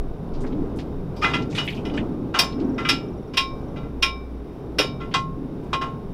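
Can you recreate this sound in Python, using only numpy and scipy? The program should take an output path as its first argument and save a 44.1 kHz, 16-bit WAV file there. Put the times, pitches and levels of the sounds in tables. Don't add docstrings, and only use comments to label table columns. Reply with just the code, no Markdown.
import sys
import numpy as np
from scipy import signal
from scipy.fft import rfft, irfft
from scipy.io import wavfile

SR = 44100
rng = np.random.default_rng(int(sys.argv[2]) if len(sys.argv) > 2 else 0)


def pcm_store(signal):
    levels = np.round(np.clip(np.atleast_2d(signal), -1, 1) * 32767)
    wavfile.write(sys.argv[1], SR, levels.astype(np.int16).T)


N = 270377

# start_s, level_db, clatter_length_factor, rise_s, body_db, bright_db, edge_db,
# tube_low_db, arm_db, tube_high_db, saddle_db
KNOCKS = [(1.1618, -46, 4, 0.0035, -10, 14, -3, -11, -18, -11, -33),
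          (1.2135, -12, 3.4, 0.022, 5, -20, -43, -17, 0.5, -25, -31),
          (1.2411, -16.5, 0.27, .006, 11, -27, -36, -22, 0, -27, -26),
          (1.3335, -11, 1.22, .0052, -2, -38, -49, -30, -8.5, -43, -35),
          (1.575, -16.5, 1.6, 0.0068, 3, -5, -31, -40, -25, -28, -9),
          (1.8496, -30.5, 2.2, 0.0029, -4, -11, -16, -19, -14, -29, -10.5),
          (1.9367, -42, 1.1, 0.0027, 6, 9, -28, -7, 4, -13, -8.5),
          (2.339, -21, 2.8, 0.0069, 11, -7, -44, -2.5, 3, -15, -13),
          (2.388, -11.5, 1.08, 0.0028, 1, 12.5, 1, -19.5, -21, -28, -46.5),
          (2.779, -24, 6.4, 0.0027, 3, -46, -37, -14, -1, -27, -51),
          (2.848, -20.5, 3, 0.0027, -8, -31, -44, -12, 1.5, -7, -12),
          (2.887, -8.5, 1.2, .003, -4.5, 2, -10, -28, -13.5, -36, -22),
          (3.3343, -33.5, 2.9, 0.0022, -1, -1, -16, -5, -15, -11, -12),
          (3.37, -6.5, 1.14, 0.0025, -9, -4.5, -13.5, -16.5, -30, -21.5, -40),
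          (3.759, -37, 1.4, 0.0086, -1, -8, -37, -4, -0.5, -9, -18.5),
          (3.8302, -49, .81, .003, -2, -17, -25, 2, 6.5, -21.5, -24),
          (4.0238, -6, 1.23, .0029, -10.5, -10.5, -14, -18, -27, -20.5, -30),
          (4.7842, -8.5, 1.42, .0029, -1, -3.5, -10, -22.5, -24, -16.5, -19),
          (5.001, -31.5, 2.1, 0.0087, 0, -31, -48, -2, -2, -36, -33),
          (5.139, -13.5, 1.05, 0.0021, 6.5, 3, -41, -8, -12.5, -41, -26),
          (5.729, -16.5, 0.79, .0029, 10, -4.5, -34, -4, -15.5, -31, -22),
          (5.812, -25.5, 1.6, 0.0028, 9.5, -16, -34, 2, -6, -35, -17)]
TONE_PITCHES = [
    [1072],
    [1240, 1560],
    [1363],
    [2036],
    [2331],
    [2430, 2460, 2574, 2773, 3150, 3219, 3325],
    [2935, 2995],
    [3733],
    [3564, 3908, 3990, 4231],
    [4662, 4960, 5130, 5192, 5303, 5348, 5464, 5682],
    [6258, 6961, 7173, 7284, 7820, 8100, 8515, 8930, 9470, 9810, 10310, 11240, 11680],
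]
# level_db, fade_s (a fade is the time to drop 60 dB)
TONE_RINGS = [
    [(1, 0.44)],
    [(-1, 0.129), (9, 0.019)],
    [(11.5, 0.29)],
    [(-1, 0.19)],
    [(-1, 0.44)],
    [(-12.5, 0.15), (-10.5, 0.17), (-12, 0.1), (-10, 0.11), (-16.5, 0.14), (-11, 0.12), (-13.5, 0.14)],
    [(3, 0.23), (-13.5, 0.33)],
    [(-3, 0.35)],
    [(3, 0.13), (5, .18), (-21.5, 0.11), (3, 0.037)],
    [(-8, 0.067), (-3, 0.11), (-2.5, 0.22), (-9, 0.36), (3, 0.15), (-4.5, 0.26), (1, 0.13), (-3, 0.13)],
    [(-29, 0.033), (-43, 0.17), (-21.5, 0.25), (-43, 0.21), (-12, 0.15), (-33.5, 0.33), (-30, .18),
     (-31, 0.14), (-33, 0.17), (-38, 0.11), (-23, 0.22), (-33.5, .12), (-28.5, 0.18)],
]
FAMILY_COLUMNS = [7, 8, 8, 8, 9, 5, 10, 9, 5, 6, 5]
# share, offset_db
FAMILY_DRIVES = [(0.94, -2), (1.8, -6.5), (0.73, -14.5), (0.45, -6.5), (0.93, -1), (0.1, -1), (0.96, 0.5),
                 (0.52, -9.5), (0.33, -20), (0.42, -12.5), (1, -20)]

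def jack_ringing(start_spread=1.6, build_cycles=43):
    knocks, out = np.array(KNOCKS), np.zeros(N)
    start_s, knock_db, _, rise_s = knocks.T[:4]
    families = zip(TONE_PITCHES, TONE_RINGS, FAMILY_COLUMNS, FAMILY_DRIVES)
    tones = []
    for pitches, rings, column, (share, offset_db) in families:
        drive_db = knock_db + offset_db + share * knocks[:, column]
        tones += [(hz, db + drive_db, fade_s) for hz, (db, fade_s) in zip(pitches, rings)]
    chance_db = rng.normal(0, 2, (len(knocks), len(tones)))
    late_s = start_spread * rise_s[:, None] * rng.random(chance_db.shape)
    for i, (hz, level_db, fade_s) in enumerate(tones):
        taps = np.zeros(N)
        taps[((start_s + late_s[:, i]) * SR).astype(int)] = gain(level_db + chance_db[:, i])
        build_s = build_cycles / hz
        scale = 2 * (1 - gain(-60 / (build_s * SR)))
        out += ring(scale * ring(taps, hz, build_s), hz, fade_s)
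    return out

COLOUR_PITCHES = [500, 1200, 2600, 5600, 6600, 10000, 15000]

def knock_colour(knock, hz):
    body_db, bright_db, edge_db = knock[4:7]
    curve_db = [body_db - 16, body_db, 0, bright_db, edge_db - 8.5, edge_db, 1.7 * edge_db - 8]
    return knock[1] + np.interp(np.log(hz), np.log(COLOUR_PITCHES), curve_db)

# pitch_hz, fade_s
CLATTER_FADES = [(400, 0.31), (1300, 0.12), (3500, 0.17), (9000, 0.11)]

def jack_clatter(level_db=-15, tone_count=200):
    t, out = np.arange(SR // 2) / SR, np.zeros(N)
    all_hz = np.fft.rfftfreq(N, 1 / SR)
    peaks = np.full(len(all_hz), .16)
    for hz, height in zip(rng.uniform(2400, 15500, tone_count), rng.uniform(.3, 1.7, tone_count)):
        near = slice(int((hz - 200) * N / SR), int((hz + 200) * N / SR))
        peaks[near] += height / (1 + ((all_hz[near] - hz) / 11) ** 2)
    steel = irfft(rfft(rng.standard_normal((2, N))) * peaks, N)
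    for i, low_hz in enumerate(280 * 2 ** np.arange(0, 6, 1 / 3)):
        hz, loudness = low_hz * 2 ** (1 / 6), np.zeros(N)
        for knock in KNOCKS:
            rise_s = knock[3] * (COLOUR_PITCHES[2] / hz) ** .2
            fade_s = min(knock[2], 2.6) * at_pitch(CLATTER_FADES, hz)
            shape = rise_and_fade(t, rise_s, fade_s)
            add(loudness, knock[0], shape * gain(knock_colour(knock, hz) + level_db))
        out += loudness * band(steel[i % 2], [low_hz, low_hz * 2 ** (1 / 3)], order=2)
    return out

# start_s, level_db
CLUNKS = [(4.79, -12), (4.838, -21.5)]
# pitch_hz, level_db, fade_s
FRAME_TONES = [(296, -3, .1), (419, -1, 0.093), (513, 4, 0.059), (601, 1.5, 0.055), (750, -10, 0.059)]

def frame_clunk(rise_s=.005):
    t, out = np.arange(SR // 2) / SR, np.zeros(N)
    for start_s, hit_db in CLUNKS:
        for hz, tone_db, fade_s in FRAME_TONES:
            tone = np.sin(2 * np.pi * (hz * t + rng.random()))
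            add(out, start_s, gain(hit_db + tone_db) * rise_and_fade(t, rise_s, fade_s) * tone)
    return out

# start_s, level_db, pitch_hz, width_octaves, fade_s
# At 5.112 s is a short, faint rasp just before a knock; the rest are grit that shoes and wheels crush.
CRUNCHES = [(0.333, -37.5, 3200, 1.5, .22), (0.404, -38.5, 4940, 1.7, 0.16), (.437, -27.5, 1200, 1.5, 0.13),
            (0.463, -38.5, 2880, 1.9, 0.15), (0.521, -37, 2800, 1, .09), (0.758, -43, 6330, 1.7, .17),
            (0.786, -28, 2550, 1.8, 0.14), (1.42, -32, 3670, 1.25, 0.1), (1.496, -32, 3530, 1.9, 0.28),
            (1.524, -31, 2420, 0.6, 0.1), (1.542, -30.5, 4200, 2.25, .3), (1.547, -18, 2390, 1.7, 0.19),
            (1.639, -38.5, 7960, 1.5, 0.4), (1.676, -8, 2510, 0.69, 0.081),
            (1.702, -22.5, 2500, 1.45, 0.081), (1.721, -23.5, 2680, 0.64, 0.11),
            (1.742, -34.5, 2800, 1.9, 0.21), (1.768, -26, 2740, 0.41, 0.13),
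            (1.896, -24.5, 2740, .68, 0.051), (1.963, -40, 5000, 1.4, .14),
            (1.974, -12.5, 2140, 0.99, .079), (2.0, -30, 2650, 0.75, 0.07), (2.522, -31, 3430, 0.78, 0.07),
            (2.597, -33, 3120, 1.23, 0.1), (5.112, -30, 2360, 1.2, 0.16), (5.635, -53, 6500, 1.5, 0.11)]

def crunches(level_db=-9, clicks_per_s=7000):
    t, out = np.arange(SR // 3) / SR, np.zeros(N)
    size = (len(CRUNCHES), len(t))
    clusters = rng.standard_normal(size) * (rng.random(size) < clicks_per_s / SR)
    for clicks, (start_s, db, hz, octaves, fade_s) in zip(clusters, CRUNCHES):
        crunch = band(clicks, [hz / 2 ** (octaves / 2), hz * 2 ** (octaves / 2)], order=3)
        rise_s = .0016 + .16 * fade_s ** 2
        add(out, start_s, crunch * rise_and_fade(t, rise_s, fade_s) * gain(db + level_db))
    return out

# time_s, rumble_db, swell_db
TRAFFIC_LEVELS = [(0.02, -38, -39), (0.3, -36.5, -36.5), (0.62, -36, -27), (0.85, -33, -35),
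                  (1.11, -34.5, -35), (1.4, -31.5, -24), (1.65, -35, -38.5), (1.97, -34.5, -23.5),
                  (2.1, -36, -27), (2.47, -36, -36.5), (2.62, -37, -24.5), (2.88, -31.5, -33),
                  (3.02, -35.5, -29), (3.32, -41, -38.5), (3.81, -38.5, -33.5), (4.2, -50.5, -44),
                  (4.8, -37.5, -34), (5.301, -32, -40), (5.47, -36.5, -33), (6.13, -34.5, -38)]
# pitch_hz, level_db
RUMBLE_COLOUR = [(70, -4.5), (100, 5.5), (140, 12), (180, 7), (220, 1), (300, -47)]
SWELL_COLOUR = [(160, -16), (210, -6), (265, 0), (310, -3), (370, -8), (430, -9), (520, -22)]
TYRE_COLOUR = [(250, 2.5), (330, -2), (400, 5), (500, -2), (630, -6), (1000, -12), (1300, -18.5),
               (1600, -23), (2000, -81), (3000, -36)]
FAR_COLOUR = [(1000, 4.5), (1600, -1.5), (2500, -3.5), (4000, -14.5), (5500, -11), (6500, -22.5),
              (8000, -22.5), (15000, -22)]

def traffic(far_db=-54.5):
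    t, out = np.arange(N) / SR, np.zeros(N)
    time_s, *levels = np.transpose(TRAFFIC_LEVELS)
    rumble_db, swell_db = [np.interp(t, time_s, db) for db in levels]
    tyre_db = -23 + .28 * swell_db - .82 * t
    for colour, db, waver_db in [(RUMBLE_COLOUR, rumble_db, 1.5), (SWELL_COLOUR, swell_db, 1.5),
                                 (TYRE_COLOUR, tyre_db, 1.6), (FAR_COLOUR, far_db, .6)]:
        noise = normalise(coloured(rng.standard_normal(N), colour, 12.6))
        out += noise * gain(db + waver_db * wander(2.9))
    return out

# pitch_hz, level_db
WIND_COLOUR = [(8, -5), (22, 20.5), (32, -19), (46, -2.5), (80, -15), (200, -95)]

def wind(gust_db=-27, gust_end_s=.52, fall_db_per_s=24.5, breeze_db=-45):
    after_s = np.maximum(np.arange(N) / SR - gust_end_s, 0)
    level_db = np.maximum(gust_db - fall_db_per_s * after_s, breeze_db)
    noise = normalise(coloured(rng.standard_normal(N), WIND_COLOUR, 12))
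    return noise * gain(level_db + 3 * wander(3.86))

def hum(pitch_hz=59.8, level_db=-41):
    tone = np.sqrt(2) * np.sin(2 * np.pi * pitch_hz * np.arange(N) / SR)
    return gain(level_db) * (.95 * tone + .84 * pitched_noise(pitch_hz, width_hz=8.96))

# time_s, level_db
TRILL_LEVELS = [(2.4, -62), (2.75, -61), (3.72, -67)]
# time_s, running_note_count
TRILL_PACE = [(2.4, -7.0), (3.272, 11.0), (3.73, 20.0)]

def bird(top_hz=5880, fall_hz=560, note_share=.4):
    t = np.arange(N) / SR
    progress = np.interp(t, *np.transpose(TRILL_PACE)) % 1 / note_share
    notes = np.sin(np.pi * np.clip(progress, 0, 1))
    level_db = np.interp(t, *np.transpose(TRILL_LEVELS), left=-200, right=-200)
    flutter_db = 2 * wander(9.6) + 4 * wander(90)
    whistle = np.sin(2 * np.pi * np.cumsum(top_hz - fall_hz * progress) / SR)
    return gain(level_db + flutter_db) * notes * whistle

# pitch_hz, width_hz, level_db
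WHINES = [(3690, 270, -71), (10020, 210, -80.5), (12050, 56.2, -88)]

def whine():
    return sum(gain(db) * pitched_noise(hz, width_hz) for hz, width_hz, db in WHINES)

def gain(db):
    return 10 ** (np.asarray(db) / 20)

def normalise(x):
    return x / np.sqrt(np.mean(x ** 2) + 1e-20)

def rise_and_fade(t, rise_s, fade_s):
    return (1 - np.exp(-t / rise_s)) * gain(-60 * t / fade_s)

def band(x, edges_hz, order):
    return normalise(signal.sosfilt(signal.butter(order, edges_hz, "band", fs=SR, output="sos"), x))

def at_pitch(table, hz):
    pitches, values = np.transpose(table)
    return np.interp(np.log(hz), np.log(pitches), values)

def coloured(x, colour, fall_db_per_octave=0):
    hz = np.maximum(np.fft.rfftfreq(len(x), 1 / SR), 1)
    octaves_above = np.maximum(np.log2(hz / colour[-1][0]), 0)
    return irfft(rfft(x) * gain(at_pitch(colour, hz) - fall_db_per_octave * octaves_above), len(x))

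def wander(rate_hz):
    r = np.exp(-80 * np.pi * rate_hz / SR)
    slow = signal.lfilter([1], [1, -2 * r, r * r], rng.standard_normal(N // 40 + 2002))[2000:]
    return np.interp(np.arange(N) / 40, np.arange(len(slow)), normalise(slow))

def ring(x, hz, fade_s):
    r, step = gain(-60 / (fade_s * SR)), 2 * np.pi * hz / SR
    return signal.lfilter([0, np.sin(step)], [1, -2 * r * np.cos(step), r * r], x + 1e-18)

def pitched_noise(hz, width_hz):
    fade_s = np.log(1000) / (np.pi * width_hz)
    once = ring(rng.standard_normal(N + SR), hz, fade_s)
    return normalise(ring(once, hz, fade_s)[SR:])

def add(out, start_s, piece):
    i = round(start_s * SR)
    out[i:i + len(piece)] += piece[:N - i]

# pitch_hz, level_db
STEREO_SPREAD = [(30, -44), (200, -58), (600, -43), (2500, -25.5), (5000, -20), (9000, -11), (14000, -9)]

def scene():
    centre = jack_ringing() + jack_clatter() + frame_clunk() + crunches()
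    centre += wind() + traffic() + hum() + whine() + bird()
    side = coloured(centre, STEREO_SPREAD) * wander(70)
    return np.array([centre + side, centre - side])

def record(dry, cutoff_hz=15700):
    return signal.sosfilt(signal.ellip(12, .3, 70, cutoff_hz, fs=SR, output="sos"), dry)

dry = scene()
out = record(dry)
pcm_store(out)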